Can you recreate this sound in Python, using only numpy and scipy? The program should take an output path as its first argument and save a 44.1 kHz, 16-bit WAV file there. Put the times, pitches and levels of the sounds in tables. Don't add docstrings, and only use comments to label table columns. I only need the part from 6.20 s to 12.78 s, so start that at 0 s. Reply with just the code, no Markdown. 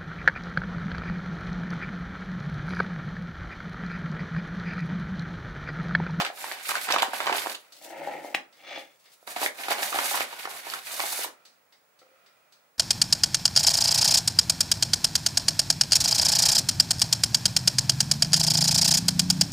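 import sys
import numpy as np
from scipy import signal
from scipy.fft import rfft, irfft
from scipy.io import wavfile
from scipy.ndimage import uniform_filter1d

SR = 44100
rng = np.random.default_rng(int(sys.argv[2]) if len(sys.argv) > 2 else 0)


def linear_from_db(decibels):
    return 10 ** (np.asarray(decibels, float) / 20)


def bounce(signal):
    frames = np.transpose(np.atleast_2d(signal))
    limited = np.clip(frames, -1, 1)
    pcm = np.round(limited * 32767).astype(np.int16)
    wavfile.write(sys.argv[1], SR, pcm)


N = 290178
T = np.arange(N) / SR

# (time [s], peak level [dB], ring frequency [Hz], burst length [s])
BAG_CREASES = [(0.0005, -13, 1210, 0.0039), (0.01, -15.5, 1450, 0.004), (0.02, -19, 900, 0.0037),
               (0.0527, -20, 1490, 0.003), (0.1, -25.5, 700, 0.0044), (0.241, -21, 960, 0.004),
               (0.282, -28, 1200, 0.0022), (0.319, -27.5, 905, 0.004), (0.452, -31, 1880, 0.0066),
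               (0.495, -39, 383, 0.01), (0.491, -15.5, 1500, 0.004), (0.516, -17.5, 1100, .003),
               (0.542, -22, 1000, 0.0038), (0.554, -12.5, 1390, 0.0035), (0.671, -26.5, 930, 0.013),
               (0.688, -13, 1180, 0.0024), (0.702, -13.5, 880, 0.0078), (0.708, -17, 1000, 0.0022),
               (0.714, -26, 790, 0.0042), (0.734, -19, 670, 0.0089), (0.741, -14.5, 860, 0.0032),
               (0.761, -9.5, 1090, 0.0028), (0.771, -20.5, 800, 0.0025), (0.783, -20, 850, 0.011),
               (0.818, -21.5, 1190, 0.004), (0.822, -14, 995, 0.003), (0.8295, -8, 950, 0.003),
               (0.863, -29, 899, 0.0048), (0.933, -18, 870, 0.0074), (1.003, -14.5, 1190, 0.0054),
               (1.059, -23, 890, 0.003), (1.068, -16, 1010, 0.0026), (1.073, -12.5, 1120, 0.003),
               (1.095, -13, 930, 0.0011), (1.097, -17, 700, 0.004), (1.116, -22.5, 426, 0.0063),
               (1.124, -18, 830, 0.011), (1.179, -25, 950, 0.0075), (1.146, -22, 620, 0.0052),
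               (1.169, -21, 960, 0.003), (1.26, -17, 970, 0.0011), (1.269, -17.5, 785, 0.0031),
               (1.348, -22, 3250, 0.0036),
               (3.074, -30.5, 684, 0.01), (3.163, -23, 680, 0.0019), (3.215, -18, 646, 0.0087),
                (3.229, -16.5, 835, 0.0057), (3.244, -25, 535, 0.016), (3.26, -23.5, 573, 0.0065),
                (3.434, -22.5, 2160, 0.0085), (3.483, -18, 776, 0.0024), (3.507, -16.5, 824, 0.0031),
                (3.513, -17, 1020, 0.0035), (3.52, -15.5, 940, 0.0027), (3.525, -22, 960, 0.0017),
                (3.584, -23, 840, 0.027), (3.623, -21, 900, 0.0034), (3.629, -16.5, 1900, 0.004),
                (3.721, -28, 700, 0.003), (3.727, -19, 1150, 0.0092), (3.744, -18.5, 754, 0.0024),
                (3.758, -16.5, 805, 0.0042), (3.776, -25, 778, 0.0018), (3.787, -11.5, 1050, 0.005),
                (3.912, -20.5, 855, 0.013), (3.943, -17.5, 1020, 0.0049), (3.951, -19.5, 910, 0.003),
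                (3.974, -18.5, 1290, 0.0073), (4.006, -14, 1040, 0.0025), (4.128, -24.5, 910, 0.0067),
                (4.253, -18.5, 1090, 0.0044), (4.273, -23, 786, 0.0061), (4.468, -26.5, 930, 0.0026),
                (4.536, -18.5, 1480, 0.0072), (4.795, -17, 1120, 0.0039), (4.802, -19, 905, .003),
                (4.837, -23.5, 620, 0.0051), (4.927, -24.5, 850, 0.0028), (5.045, -20.5, 1050, 0.0041)]
# (time [s], peak level [dB], ring frequency [Hz])
THIN_FOLDS = [(0.314, -19, 1920), (0.32, -25, 3900), (.784, -15.5, 3460), (1.297, -19, 3930),
              (1.353, -23, 3160), (1.345, -27, 2700), (1.357, -45, 3260), (1.305, -34, 3900),
              (1.315, -33, 4000), (3.027, -44.5, 656), (3.075, -31, 3700), (3.162, -29, 2670),
              (3.2612, -9, 2100), (3.507, -22, 1940), (4.0024, -21, 2100), (4.706, -42, 1460),
              (4.736, -32.5, 720), (4.8015, -10, 2420), (4.8364, -26, 3700), (4.99, -28.5, 516),
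              (5.06, -35, 446), (5.085, -45, 323), (0.881, -36, 278), (1.129, -41, 2480), (4.5, -46, 800),
              (0.049, -16, 2610), (.7078, -23, 2750), (0.723, -7, 3730), (.738, -14, 2500),
              (.822, -9.5, 3470), (1.0595, -24, 2920), (1.068, -18, 2850), (1.1263, -13, 2390),
              (1.158, -19, 3700), (1.182, -17, 3000), (3.513, -25.5, 3800), (3.526, -16, 2500),
              (3.5837, -21, 3000), (3.6239, -37, 2710), (4.4997, -21, 4560)]
# (frequency [Hz], width [Hz], level [dB])
BAG_RESONANCES = [(595, 61, 2.5), (778, 360, 8.5), (1050, 260, 3), (1480, 71, 11), (269, 110, -3.5)]
# (frequency [Hz], level per Hz [dB])
SCRAPE_SPECTRUM = [(1200, 1.5), (1700, 2.5), (2300, 6.5), (3000, 2), (4800, -1), (6000, -14), (8000, -11)]
FLOUR_SPECTRUM = [(3500, 0), (5500, -1), (7900, -0.5), (10000, 1), (13000, -1), (15500, -5), (17000, -47)]
# (start [s], hold [s], flour level [dB], grip on the wall over the flour [dB])
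HAND_STROKES = [(0.191, 0.14, -43, -1.5), (0.32, 0.092, -52.5, 6), (0.467, 0.041, -37, -2.5),
                (0.62, 0.043, -40.5, -3.5), (1.165, 0.03, -35, 0.5), (1.224, 0.094, -41, -0.5),
                (1.392, 0.089, -64, -2.5), (2.98, 0.098, -67, -11), (3.224, 0.034, -32, -4.5),
                (3.398, 0.077, -42.5, 1), (3.59, 0.088, -38.5, 1), (3.683, 0.042, -38.5, -3.5),
                (3.852, 0.13, -31.5, -3.5), (4.099, 0.04, -48.5, 5), (4.195, 0.055, -45, 2.5),
                (4.302, 0.098, -45, 0), (4.468, 0.08, -43.5, 1.5), (4.671, 0.17, -39.5, -3),
                (4.873, 0.12, -33.5, -10), (5.014, 0.03, -34, -4)]
HAND_GRABS = [(0, 0.017, -42, 13.5), (.05, 0.016, -46.5, 14), (0.491, 0.017, -37.5, 6),
              (.55, 0.027, -40.5, 5.5), (.536, .003, -40, -4), (.61, .004, -37.5, -6),
              (.636, 0.011, -36, -3), (0.684, 0.008, -49.5, 21), (.707, 0.005, -36.5, 11.5),
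              (0.725, .008, -46, 10), (.737, 0.0058, -41, 15), (0.7848, 0.0043, -38.5, 10.5),
              (0.822, 0.0063, -36, 7), (.86, 0.087, -53, 7), (0.934, 0.052, -40, 1),
              (1.001, 0.063, -45.5, 7), (1.06, 0.026, -50, 20.5), (1.09, .06, -53, 17.5),
              (1.341, 0.012, -56, 0), (3.072, 0.054, -43, -2.5), (3.164, 0.005, -46, 14.5),
              (3.485, 0.031, -40.5, 5), (3.505, 0.018, -31.5, 2), (3.623, 0.0043, -28, -8.5),
              (3.74, 0.099, -35, 0), (4.001, 0.024, -36, 3), (4.534, 0.056, -46.5, 0.5),
              (4.793, 0.073, -37.5, -2)]
STROKE_RISE_DB_S, GRAB_RISE_DB_S, FALL_DB_S = 270, 2990.5, 507
# (time [s], delay of the left port [samples], left minus right level [dB])
HAND_PLACE = [
    (0, 7, -2.5),
    (.4, -6, -3.5),
    (1.4, -6, -5),
    (1.5, -1, 2.5),
    (3, -1, 2.5),
    (3.02, 8, -3),
    (6.6, 8, -3.5),
]

# (time [s], level [dB])
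FOOT_PRESSURE = [
    [(1.52, -71), (1.61, -54.5), (1.63, -49), (1.75, -40), (1.89, -36.5), (1.95, -39), (2.04, -44),
     (2.135, -48)],
    [(2.33, -78), (2.385, -62.5), (2.49, -45), (2.575, -42), (2.62, -53), (2.68, -66), (2.76, -73)],
    [(2.8, -93), (2.86, -85), (2.93, -87), (2.99, -129.5)],
]
RIM_LEVELS = [-7, 3, 19]
GRIT_LEVELS = [-57, -64, -64]
# (frequency [Hz], width [Hz], level [dB])
BOWL_RESONANCES = [(157.5, 9.3, -3.5), (339, 82, -4.5), (570, 40, 0.5), (670, 270, -1.5), (800, 39, -7)]
SLOW_RIM = [(1350, 1100, 20.5), (1810, 450, 18), (2100, 110, 22), (2280, 160, -5), (3700, 220, -9)]
QUICK_RIM = [(1120, 540, 4.5), (1910, 320, 9), (2170, 470, 14.5), (2720, 190, 11.5), (3430, 170, 15),
             (4160, 440, 7), (4800, 560, 2.5), (6000, 410, -0.5)]
# (time [s], hold [s], level [dB])
GRIT_SCUFFS = [
    (1.535, .01, -63),
    (1.563, 0.009, -59),
    (1.637, 0.011, -49),
    (1.698, .005, -56),
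    (2.052, 0.0081, -58),
    (2.59, 0.013, -53.5),
    (2.93, 0.007, -60),
]
# (time [s], level [dB])
FOOT_CATCHES = [
    (1.701, -42),
    (1.749, -61),
    (1.819, -32),
    (1.874, -25),
    (1.889, -35),
    (1.904, -34),
    (1.953, -27.5),
    (2.047, -27.5),
    (2.577, -33),
]
# (time [s], level [dB])
KNOCK_CONTACTS = [
    (2.1442, -25.5),
    (2.1465, -23.5),
    (2.1478, -12),
    (2.151, -29),
]
# (frequency [Hz], level [dB], decay time T60 [s])
CATCH_MODES = [(574, -1.5, 0.05), (660, -3, 0.054), (830, 3.5, 0.052), (2000, 0, 0.0072)]
BOWL_MODES = [(620, -19, 0.008), (830, -5.5, 0.029), (1190, -3, 0.013), (2044, 3, 0.032), (2420, 8, 0.0057),
              (2610, 6, 0.0122), (3400, -12, 0.002)]

# (time [s], level [dB])
TICK_BEATS = [
    (1.5224, -45),
    (2.0552, -62),
    (5.253, -47.5),
    (5.7904, -54.5),
    (6.324, -52.5),
]
TOCK_BEATS = [
    (2.3266, -62),
    (2.8564, -60.5),
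    (5.5243, -61.5),
    (6.0625, -62.5),
]
# (frequency [Hz], level [dB], decay time T60 [s])
TICK_MODES = [(4270, -12.5, 0.014), (4800, 1, 0.003), (5340, -3.5, 0.0012), (6100, -8.5, 0.0031),
              (7700, -8, .004), (10300, -9.5, 0.0037)]
TOCK_MODES = [(2120, -6, 0.027), (2800, -14, 0.003), (3900, 8.5, 0.002), (4850, 3, 0.0056),
              (5500, -15, .002), (7600, -4, 0.0017)]
# (time [s], level [dB])
FAR_TAPS = [
    (5.817, -60),
    (5.829, -59.5),
]
SETTLING = [
    (5.865, -66),
    (5.89, -62),
    (5.915, -62),
]
# (frequency [Hz], level [dB], decay time T60 [s])
TAPPED_MODES = [(532, -2.5, 0.14), (760, -6, 0.041), (1330, -1, 0.02), (2010, -4, 0.01)]
# (frequency [Hz], decay time T60 [s])
ROOM_DECAY = [(250, 0.38), (1000, 0.26), (3000, 0.2), (8000, 0.21), (14000, 0.13)]
# (frequency [Hz], level per Hz [dB])
AIR_SPECTRUM = [(20, -27.5), (75, -19), (157, -7.5), (340, -10.5), (520, -2), (2300, -9.5), (3000, -17),
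                (16000, -20.5)]
# (time [s], level [dB])
MACHINE_SWELLS = [(1.45, -52.5), (2.3, -54), (2.75, -65), (3.02, -58), (5.15, -50.5), (5.316, -55.5),
                  (5.576, -68), (5.846, -55), (5.994, -51.5), (6.484, -59.5), (6.58, -84)]


def bag():
    folds, cracks = creases()
    crumple = linear_from_db(-2) * hand(0.99) * unit(body(grains(110, 0.93, 0.012, -32.5), BAG_RESONANCES))
    scrape = linear_from_db(1) * hand(0.79) * colour(grains(540, 2.67, 0.0029, 1.8), SCRAPE_SPECTRUM)
    hiss = hand(0) * colour(grains(1200, 3.87, 0.0058, -5.0), FLOUR_SPECTRUM)
    return crumple + folds + scrape, hiss + cracks


def creases():
    thin_length_s, push_share, softness = 0.00054, 0.9, 6.7
    wall_sum, crack_sum, t = np.zeros(N + SR), np.zeros(N + SR), T[:SR // 10]
    events = BAG_CREASES + [(*row, thin_length_s) for row in THIN_FOLDS]
    for s, db, hz, length_s in events:
        envelope = np.exp(-t / max(length_s, .001)) * np.minimum(t / 0.00052, 1)
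        burst = rng.standard_normal((2, len(t))) * envelope
        burst[0] += push_share * np.sin(np.pi * np.clip(2 * hz * (t - .001), 0, 1))
        wall = body(burst[0], [(hz, .3 * hz, 0), (1.7 * hz, .8 * hz, -6 - hz / 200)])
        wall = signal.lfilter(*signal.butter(1, min(softness * hz, 15000), fs=SR), wall)
        crack = body(burst[1], [(2800, 1500, 15.5), (9050, 11000, -28.5)])
        crack_db = -52 + 17 * np.log2(hz / 1000)
        start = int(s * SR)
        wall_sum[start:][:len(t)] += linear_from_db(db) * wall / np.abs(wall).max()
        crack_sum[start:][:len(t)] += linear_from_db(db + crack_db) * crack / np.abs(crack).max()
    return wall_sum[:N], crack_sum[:N]


def hand(share):
    levels = []
    for moves, rise_db_s in [(HAND_STROKES, STROKE_RISE_DB_S), (HAND_GRABS, GRAB_RISE_DB_S)]:
        s, hold_s, db, grip_db = np.transpose(moves)
        levels.append(swell(s, hold_s, db + share * grip_db, rise_db_s))
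    return np.hypot(*levels)


def bowl():
    db, = curves(FOOT_PRESSURE)
    push = np.searchsorted([p[0][0] - .03 for p in FOOT_PRESSURE[1:]], T)
    moving = np.clip((db + 110) / 15, 0, 1)
    chatter = grains(720, 0.69, 0.0011, -11)
    rim = np.where(push == 0, steep(chatter, SLOW_RIM), steep(chatter, QUICK_RIM))
    rim = moving * linear_from_db(np.take(RIM_LEVELS, push)) * rim
    foot = steep(chatter, [(hz, 1.58 * width, peak_db) for hz, width, peak_db in BOWL_RESONANCES])
    top_db = np.array([np.max(np.array(p)[:, 1]) for p in FOOT_PRESSURE])[push]
    grit_level = moving * linear_from_db(np.take(GRIT_LEVELS, push) + 0.18 * (db - top_db))
    grit_level = grit_level + swell(*np.transpose(GRIT_SCUFFS), 700)
    grit = colour(grains(1400, 3.8, 0.0037, -3.0), [(2500, 0), (4500, 1.5), (9000, -2.0), (16000, -4.0)])
    slide = linear_from_db(db) * (foot + rim) + grit_level * grit
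    catches = linear_from_db(-5.0) * uniform_filter1d(strike(FOOT_CATCHES, CATCH_MODES), size=14)
    return slide + knock() + catches


def knock():
    first_s, hardest_s = KNOCK_CONTACTS[0][0], KNOCK_CONTACTS[2][0]
    envelope = np.exp(-np.abs(T - hardest_s) / np.where(T < hardest_s, .002, .006))
    envelope = (T - first_s > 0) * envelope
    noise = colour(rng.standard_normal(N), [(1500, 1), (3000, 4), (7000, -9.0), (13000, -16.0), (16000, -12)])
    ringing = uniform_filter1d(strike(KNOCK_CONTACTS, BOWL_MODES), size=4)
    return linear_from_db(-8.5) * ringing + linear_from_db(-25.5) * envelope * noise


def clock():
    beats = linear_from_db(4.5) * strike(TICK_BEATS, TICK_MODES) + linear_from_db(7) * strike(TOCK_BEATS, TOCK_MODES)
    t = T[:SR // 3]
    far_walls = rng.standard_normal(len(t)) * 1000 ** (-t / 0.39)
    return beats + linear_from_db(-38) * signal.fftconvolve(beats, far_walls)[:N]


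def far_taps():
    return strike(FAR_TAPS, TAPPED_MODES) + strike(SETTLING, TAPPED_MODES[:1])


def rumble():
    effort = uniform_filter1d(hand(0.97), SR // 24) + linear_from_db(-75.0)
    effort = effort + linear_from_db(curves(FOOT_PRESSURE)[0] - 6)
    effort = effort + swell([2.143], [.01], [-30], 3030)
    low_spectrum = [(20, -3.5), (60, -9.5), (110, -1.0), (170, 9.0), (260, -14.5)]  # (Hz, dB per Hz)
    return linear_from_db(-33.0) * effort * colour(grains(260, 0.87, .01, -19.0), low_spectrum)


def air():
    still = linear_from_db(-69) * colour(rng.standard_normal((2, N)), AIR_SPECTRUM)
    machine_peaks = [(600, 160, -4.5), (1330, 160, -2), (1910, 200, -9.5), (2370, 64, -5.5)]  # (Hz, width, dB)
    machine = unit(body(rng.standard_normal((2, N)), machine_peaks))
    both = still + linear_from_db(np.interp(T, *np.transpose(MACHINE_SWELLS)) - 14.5) * machine
    whistle = linear_from_db(-75) * np.sqrt(2) * np.sin(2 * np.pi * 15625 * T)
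    return spread(*both) * linear_from_db([[-1.1], [1.1]]) + whistle


def walls(x):
    t, (hz, t60) = T[:SR // 2], np.transpose(ROOM_DECAY)
    edges = np.r_[40, np.sqrt(hz[1:] * hz[:-1]), 20000]
    tail = 0
    for low, high, decay_s in zip(edges, edges[1:], t60):
        band = signal.butter(2, (low, high), "band", fs=SR, output="sos")
        tail = tail + signal.sosfilt(band, rng.standard_normal((2, len(t)))) * 1000 ** (-t / decay_s)
    tail = tail * np.minimum(t / 0.0023, 1)
    return signal.fftconvolve(x[None], tail / np.sqrt(np.sum(tail ** 2) / 2), axes=1)[:, :N]


def spread(a, b):
    side = signal.lfilter(*signal.butter(1, 700, "high", fs=SR), b)
    return np.array([a + side, a - side])


def grains(rate, spread_db, smear_s, side_db):
    jumps = linear_from_db(spread_db * np.minimum(rng.exponential(size=N), 4.5))
    kicks = (rng.random(N) < rate / SR) * jumps
    mid, side = rng.standard_normal((2, N))
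    power = signal.lfilter([1], [1, -np.exp(-1 / (smear_s * SR))], kicks ** 2)
    return np.sqrt(power + 1e-9) * (mid + linear_from_db(side_db) * side * np.array([[1], [-1]]))


def strike(hits, modes):
    x = np.zeros(N)
    for s, db in hits:
        x[int(s * SR)] = linear_from_db(db)
    return signal.fftconvolve(x, ring(modes))[:N]


def ring(modes):
    t = T[:SR // 4]
    return sum(linear_from_db(db) * np.sin(2 * np.pi * hz * t) * 1000 ** (-t / t60) for hz, db, t60 in modes)


def body(x, peaks):
    return sum(linear_from_db(db) * signal.lfilter(*signal.iirpeak(hz, hz / width, SR), x) for hz, width, db in peaks)


def steep(x, peaks):
    return unit(sum(body(body(x, [(hz, width, 0)]), [(hz, width, db)]) for hz, width, db in peaks))


def colour(x, points):
    hz, db = np.transpose(points)
    size = x.shape[-1]
    f = np.arange(size // 2 + 1) * SR / size + 1
    gain = linear_from_db(np.interp(np.log(f), np.log(hz), db, -140, -140))
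    return unit(irfft(rfft(x) * gain, size))


def swell(s, hold_s, db, rise_db_s):
    s, hold_s, db = (np.asarray(v)[:, None] for v in (s, hold_s, db))
    t = T[::64]
    each = db - rise_db_s * np.maximum(s - t, 0) - FALL_DB_S * np.maximum(t - s - hold_s, 0)
    return np.interp(T, t, np.sqrt(np.sum(linear_from_db(2 * each), axis=0)))


def curves(tables):
    rows = np.vstack([np.vstack([t[0], t, t[-1]]) for t in map(np.array, tables)])
    ends = np.cumsum([len(t) + 2 for t in tables])
    firsts, lasts = np.r_[0, ends[:-1]], ends - 1
    rows[firsts, 0] -= .02
    rows[lasts, 0] += .02
    rows[np.r_[firsts, lasts], 1] = -110
    return [np.interp(T, rows[:, 0], c) for c in rows[:, 1:].T]


def unit(x):
    return x / np.sqrt(np.mean(x ** 2))


def scene():
    rustle, hiss = bag()
    near, ticks, taps = rustle + bowl(), clock(), far_taps()
    s, lag, pan_db = np.transpose(HAND_PLACE)
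    late = np.arange(N) - np.round(np.interp(T, s, lag)).astype(int)
    late = np.clip(late, 0, N - 1)
    pan = linear_from_db(np.interp(T, s, pan_db) * np.array([[.5], [-.5]]))
    direct = (np.array([near[0, late], near[1]]) + hiss) * pan
    room = walls(linear_from_db(-9.0) * (near + hiss)[0] + linear_from_db(4.0) * ticks + taps)
    sources = linear_from_db(-0.5) * direct + linear_from_db(-2) * ticks + linear_from_db(9.5) * taps + spread(*room)
    radiated = signal.sosfilt(signal.butter(3, 260, "high", fs=SR, output="sos"), sources)
    return radiated + rumble() + air()


def low_pass(x):
    return signal.sosfilt(signal.butter(12, 15930, fs=SR, output="sos"), x)


def record(dry):
    mix = signal.sosfilt(signal.ellip(6, .2, 40, 15900, fs=SR, output="sos"), dry)
    return low_pass(mix)


dry = scene()
out = record(dry)
bounce(out)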